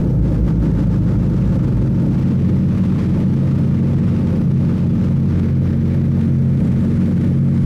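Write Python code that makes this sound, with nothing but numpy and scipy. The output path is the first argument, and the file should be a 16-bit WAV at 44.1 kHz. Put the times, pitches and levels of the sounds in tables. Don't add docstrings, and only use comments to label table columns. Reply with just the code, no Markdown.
import sys
import numpy as np
from scipy import signal
from scipy.io import wavfile
from scipy.ndimage import uniform_filter1d

SR = 44100
rng = np.random.default_rng(int(sys.argv[2]) if len(sys.argv) > 2 else 0)


def generate_wav(sig):
    pcm = np.round(np.clip(np.atleast_2d(sig).T, -1, 1) * 32767).astype(np.int16)
    wavfile.write(sys.argv[1], SR, pcm)


def volts(x):
    e = np.asarray(x, float) / 20
    return 10 ** e


N = 337365


def evened(x):
    return x / np.sqrt(np.mean(x ** 2) + 1e-20)


def curves(rows):
    times, *columns = np.transpose(rows)
    return [np.interp(np.arange(N) / SR, times, column) for column in columns]


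def wander(hz):
    lowpass = signal.butter(2, hz, fs=SR, output="sos")
    return evened(signal.sosfilt(lowpass, rng.standard_normal(N)))


def coloured(x, points, size=16384):
    f, db = np.transpose(points)
    hz = np.abs(np.fft.fftfreq(size, 1 / SR))
    level_db = np.interp(np.log(hz + 1), np.log(f + 1), db)
    log_gain = np.log(volts(np.maximum(level_db, -100)))
    taps = np.fft.ifft(np.exp(np.conj(signal.hilbert(log_gain)))).real[:size // 2]
    return signal.oaconvolve(x, taps)[:N]


def bumps(times, heights, lengths):
    t = np.arange(0, N + 64, 64) / SR
    swells = sum(height * np.exp(-4 * np.log(2) * ((t - s) / length) ** 2)
                 for s, height, length in zip(times, heights, lengths))
    return np.interp(np.arange(N) / SR, t, swells)


# t/s, share (0-1)
FRONT_SHARE = [(0, 0.94), (1.2, 0.88), (1.9, .75), (2.15, 0.5), (2.45, 0.07), (2.7, 0.12), (7.65, 0.06)]


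def placed(above, behind, beside):
    beside_s, step_s = 5.35, 0.088
    front = np.clip(curves(FRONT_SHARE)[0], 0, 1)
    step = np.clip((np.arange(N) / SR - beside_s) / step_s + .5, 0, 1)
    return front * above + (1 - front) * ((1 - step) * behind + step * beside)


# t/s, level/dB
HISS_BASE = [(0, -48), (.5, -50), (1.3, -46.5), (2.3, -46.5), (2.9, -44.5), (3.4, -45), (4.1, -45.5),
             (4.5, -47), (5.2, -48), (6.4, -47.5), (6.9, -47.5), (7.4, -48), (7.65, -46.5)]
# t/s of the surge's peak, surge level/dB, surge length/s,
# level/dB of the pipe's boom just before it (below 0: a dip)
IDLE_STUMBLES = [(0.042, 2.5, 0.095, -13), (0.268, 5, .08, 9.5), (0.353, 5, .07, 3), (0.482, 9, .08, 13.5),
                 (0.652, 9.5, .09, 11), (.8, 8, 0.092, 7), (.94, 6.5, 0.073, 8.5), (1.097, 6.5, .07, 4),
                 (1.229, 5, 0.068, 8.5), (1.406, 4, .11, 5), (1.52, 5.5, .09, 9.5), (1.658, 2, .08, 3),
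                 (1.83, 2, .07, 11.5), (2.001, 3.5, .06, 1), (2.141, 3, .11, 6), (2.28, 3.5, .13, 10),
                 (2.46, 3, .05, 1), (2.535, 4, .06, 8), (2.838, 2.5, .2, 9), (3.011, 2, 0.064, 4),
                 (3.167, 2.5, .12, 4), (3.472, 2.5, .09, -2), (3.609, 3, .08, 9), (3.9, 2.5, .08, -2),
                 (4.107, 3.5, .13, 5), (4.309, 4, .09, 0), (4.678, 4, .16, 5), (4.834, 3.5, .07, -9),
                 (5.039, 5, .15, 4), (5.371, 5.5, .2, 2), (5.673, 3.5, .1, -2), (5.93, 3.5, .14, 0.5),
                 (6.215, 3.5, .12, 0), (6.666, 4, .12, 10), (6.816, 4, .09, 5), (7.014, 4.5, .2, 8),
                 (7.257, 4.5, .1, 1), (7.571, 3, .09, 6)]


def flow():
    times, surge_db, length, _ = np.transpose(IDLE_STUMBLES)
    return curves(HISS_BASE)[0] + bumps(times, surge_db, length)


def surge(late_s):
    flow_db = flow()
    above_mean = flow_db - uniform_filter1d(flow_db, SR // 3)
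    return np.roll(above_mean, round(late_s * SR))


# t/s, firing rate f/Hz
ENGINE_SPEED = [(0, 43.9), (.75, 44.4), (1.0, 44.3), (1.25, 45), (1.85, 44.1), (2.9, 45.9), (3.25, 45),
                (3.75, 45.1), (4.1, 45.7), (4.5, 44.95), (4.75, 45.5), (5.1, 45.15), (5.75, 45.05),
                (6.05, 45.5), (6.5, 44.9), (7.0, 45.7), (7.4, 45.1), (7.65, 45.06)]


def firings(unsteady=.009, stumble=.0012):
    lope = stumble * (surge(-.03) - surge(.05))
    rate = curves(ENGINE_SPEED)[0] * (1 + lope + unsteady * wander(8))
    return np.cumsum(rate) / SR


# t/s of its start, level/dB, f/Hz, length/s
GAS_PUFFS = [(5.33, -20, 29.5, 0.035)]


def puffs():
    t = np.arange(N) / SR
    total = 0
    for s, db, hz, length in GAS_PUFFS:
        swell = np.exp(-.5 * ((t - s - length / 2) / (length / 3)) ** 2)
        total = total + volts(db) * swell * np.sin(2 * np.pi * hz * (t - s))
    return total


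# f/Hz, level/dB, t60/s (time to fall by 60 dB)
VALVE_RINGS = [(5880, -70.5, 0.0071), (12070, -74.5, .0065)]


def valves(turns):
    ticks = (np.diff(np.floor(3 * turns), prepend=0) > 0) * (1 + .5 * rng.standard_normal(N))
    t = np.arange(2000) / SR
    total = 0
    for hz, db, t60 in VALVE_RINGS:
        ring = volts(-60 * t / t60) * np.sin(2 * np.pi * hz * t)
        total = total + volts(db) * evened(signal.oaconvolve(ticks, ring)[:N])
    return total


# f/Hz, level/dB
HISS_COLOUR_ABOVE = [(410, -34), (700, -10), (760, -10.5), (860, -2), (1000, -5.5), (1350, -3.5),
                     (1550, -7), (1900, -12), (3210, -19), (5010, -22.5), (7000, -27.5), (12100, -40),
                     (13500, -46)]
# f/Hz, level/dB
HISS_COLOUR_BEHIND = [(410, -28.5), (700, -8), (754, -9.5), (853, -3), (942, -6.5), (1200, -3.5),
                      (1470, -8.5), (2200, -11), (3210, -17), (5010, -22), (7000, -29), (10500, -35),
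                      (12100, -43), (13500, -49)]
# f/Hz, level/dB
HISS_COLOUR_BESIDE = [(410, -30.5), (700, -11.5), (1030, -5), (1200, -3.5), (2250, -8), (2680, -14),
                      (3660, -16.5), (6600, -25), (10500, -30), (12200, -37), (14000, -38)]
# t/s, level/dB
HISS_TREBLE = [(0, 0), (5.3, 0), (5.5, -5.5), (6.1, -2.5), (6.6, 1.45), (7.1, 0), (7.65, 1.5)]


def hiss(turns, steady=1.5, puff=0.9, flicker_db=1.27):
    puffing = steady + np.exp(-(2 * turns % 1) / puff)
    gas = puffing * volts(flicker_db * wander(58)) * rng.standard_normal(N)
    places = HISS_COLOUR_ABOVE, HISS_COLOUR_BEHIND, HISS_COLOUR_BESIDE
    colour = placed(*(evened(coloured(gas, points)) for points in places))
    lowpass = signal.butter(4, 6500, fs=SR, output="sos")
    low = signal.sosfiltfilt(lowpass, colour)
    treble = colour - low
    return volts(flow()) * (low + volts(curves(HISS_TREBLE)[0]) * treble)


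# t/s, share (0-1)
PIPE_NEARNESS = [(0, 0.3), (1.8, 0.3), (2.5, 0.78), (7.65, 0.93)]
# f/Hz, level/dB
BOOM_COLOUR_ABOVE = [(18, -34), (32, -11.5), (110, -7.5), (190, -4.5), (240, -8.5), (285, -5), (340, -9),
                     (410, -17), (520, -16.5), (620, -27), (760, -33.5), (900, -28.5), (1200, -65.5)]
# f/Hz, level/dB
BOOM_COLOUR_PIPE = [(18, -39.5), (32, -13), (70, -16), (110, -3.5), (200, -4.5), (250, -10.5), (310, -9.5),
                    (350, -13), (400, -15.5), (520, -20), (600, -29.5), (900, -38.5), (1200, -66)]
# t/s, level/dB
UNEVENNESS = [(0, -23), (.5, -25), (2, -25.5), (3, -25.5), (4, -24.5), (5, -26.5), (5.5, -26.5),
              (6.5, -25.5), (6.7, -24), (7.1, -24.5), (7.65, -26)]


def lumps(turns, roar=1.12, t60=0.16):
    beats = np.diff(np.floor(2 * turns), prepend=0) > 0
    surplus = evened(beats * rng.standard_normal(N))
    echoes = rng.standard_normal(4000) * volts(-60 * np.arange(4000) / SR / t60)
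    smeared = evened(signal.oaconvolve(surplus, echoes)[:N])
    drive = smeared + roar * rng.standard_normal(N)
    near = np.clip(curves(PIPE_NEARNESS)[0], 0, 1)
    above = evened(coloured(drive, BOOM_COLOUR_ABOVE))
    at_pipe = evened(coloured(drive, BOOM_COLOUR_PIPE))
    level_db = curves(UNEVENNESS)[0] + 0.66 * surge(0.0065)
    return volts(level_db) * (np.sqrt(1 - near) * above + np.sqrt(near) * at_pipe)


# level/dB above the tank, level/dB behind the machine,
# level/dB beside the pipe end, share of the boom, share of the unevenness, wander level/dB
PIPE_LOUDNESS = [(-25, -47, -43, 1.05, 0.88, .8), (-25, -30, -35.5, 0.59, 1.2, 1.5),
                 (-24, -26.5, -28, 0.17, 0.27, 1.74), (-28, -27.5, -28.5, .2, 1.1, 2.2)]
# t/s, then level/dB of each
PIPE_DRONE = [(0, -2, -2.5, 3.5), (.2, .1, 3.5, -6), (.55, -2.8, 2, 2), (.9, -0.5, 2, 1.5),
              (1.1, 2.5, -2.5, -.1), (1.45, -1, -1, 4), (1.85, 4, -9, -4), (2.2, -3.5, 0.5, 2),
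              (3, 1, -3, 3), (3.65, -1, 2, 1), (3.9, 2, 0.17, -2), (4.4, -1, 3.5, 2.5), (5, 3.5, -.1, -1),
              (5.2, -7, 1.5, -0.14), (6.4, -5.5, -2.5, -4.5), (6.7, 5.5, -0.5, 3), (7.2, 1, 2, -2),
              (7.65, 0.8, -9, -1)]


def ringing():
    times, _, _, boom_db = np.transpose(IDLE_STUMBLES)
    lead_s, length_s = 0.044, 0.075
    booms = bumps(times - lead_s, boom_db, np.full(len(times), length_s))
    uneven = curves(UNEVENNESS)[0]
    slow = [0] + curves(PIPE_DRONE)
    levels = []
    for (above, behind, beside, boom, share, drift_db), slow_db in zip(PIPE_LOUDNESS, slow):
        driven = boom * booms + share * (uneven - uneven.mean())
        levels.append(placed(above, behind, beside) + slow_db + driven + drift_db * wander(7))
    return levels


# f/Hz before bending, wavering share of the pitch,
# pitch bend share per dB of surge
PIPE_NOTES = [(57, .015, .002), (109, .022, .001), (165, .014, -.007), (194, .016, .004)]


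def pipe():
    push_db = surge(0.051)
    total = 0
    for (hz, waver, bend), db in zip(PIPE_NOTES, ringing()):
        pitch = hz * (1 + bend * push_db + waver * wander(7.6))
        total = total + np.sqrt(2) * volts(db) * np.cos(2 * np.pi * np.cumsum(pitch) / SR)
    return total


# multiple of the firing rate, level/dB above the tank, level/dB behind the machine,
# level/dB beside the pipe end, dB per dB of surge, dB per dB of a miss, slow wander level/dB
FIRING_MULTIPLES = [(2, -35, -24, -23, 1.5, 0.27, 0.1), (3, -23.5, -20.5, -19, 0.17, 0.81, 0.53),
                    (4, -29.5, -26, -26, 1.1, -0.2, 1), (5, -32.5, -25, -23, 0.6, 0.06, 0.3)]
# t/s, level/dB
MAIN_HUM = [(0, -17), (.1, 7), (.3, -1.5), (.55, -3), (.85, -0.5), (1.1, 1.5), (1.5, 3), (2.4, 1.5),
            (2.65, -1.5), (3.1, -6.5), (3.25, 0.8), (3.75, 2), (3.95, 0.3), (4.3, -3), (4.55, 4.5),
            (4.85, -2), (5.2, 3.5), (5.6, 0.8), (6.15, -0.5), (6.5, 4), (6.95, -1.5), (7.15, -6.5),
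            (7.4, 2.5), (7.65, -1.3)]
# t/s of the middle, depth level/dB, length/s
MISSED_BEATS = [(1.787, -8, 0.031), (2.533, -8, 0.03), (4.142, -8.5, 0.072), (4.36, -10.5, 0.084),
                (4.75, -9.5, .08), (4.997, -10, 0.12), (5.406, -12, 0.15), (5.689, -7, 0.066),
                (5.926, -3, .1), (6.22, -6.5, 0.06), (6.64, -15, 0.079), (6.85, -4, .06),
                (7.058, -2.5, .08)]
# t/s, then level/dB of each
SLOW_SWAY = [(0, 2, .1, -2), (.7, -1, 2, -0.5), (1.3, 3, .1, 0.7), (2, -1, 4, 1.5), (2.55, 2.5, 1, 1),
             (3.05, -0.8, 3, -3.5), (3.5, -1.5, 0, 0.4), (3.95, 1, -0.5, 2.5), (4.4, -0.3, -.1, 0),
             (5, -0.5, -0.5, 1.4), (5.4, 4.5, 0, -2), (5.75, 1.5, -4.5, -1.5), (6.2, 1.5, 2.5, 2.5),
             (6.6, 1, 0.5, -.1), (7, .1, 5, 1), (7.65, -1, 3.5, 1.1)]


def order_levels():
    miss_db, surge_db = bumps(*np.transpose(MISSED_BEATS)), surge(0)
    second, fourth, fifth = curves(SLOW_SWAY)
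    slow = [second, curves(MAIN_HUM)[0], fourth, fifth]
    levels = []
    for (k, above, behind, beside, push, miss, drift_db), slow_db in zip(FIRING_MULTIPLES, slow):
        driven = push * surge_db + miss * miss_db
        levels.append((k, placed(above, behind, beside) + slow_db + driven + drift_db * wander(5.5)))
    return levels


# multiple of the firing rate, level/dB
WEAK_TONES = [(1, -36.5), (6, -41.5), (7, -38)]


def tones(turns, flutter_db=0.42):
    even_lag, odd_lag = 2.0, .6
    total = 0
    for k, db in order_levels() + WEAK_TONES:
        lag = odd_lag if round(k) % 2 else even_lag
        level = np.sqrt(2) * volts(db + flutter_db * wander(15))
        total = total + level * np.cos(2 * np.pi * round(k) * turns - lag)
    return total


def scene():
    turns = firings()
    firing = (tones(turns) + pipe()) * volts(-.3 * surge(0))
    return (firing + lumps(turns) + hiss(turns) + valves(turns) + puffs())[None]


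def top_cut(x):
    return signal.sosfilt(signal.butter(12, 14170, fs=SR, output="sos"), x)


def record(dry, hold_db=-13.5, low_hz=28, top_hz=13450):
    power = uniform_filter1d(uniform_filter1d(dry[0] ** 2, 500), 500)
    level_db = 10 * np.log10(np.abs(power) + 1e-9)
    held = np.tanh(dry * volts(.6 * (hold_db - level_db)))
    highpass = signal.butter(2, low_hz, "high", fs=SR, output="sos")
    cut = signal.sosfiltfilt(highpass, held, padlen=SR // 4)
    cut = signal.oaconvolve(cut, signal.firwin(255, top_hz, fs=SR)[None], "same")
    return top_cut(cut)


dry = scene()
out = record(dry)
generate_wav(out)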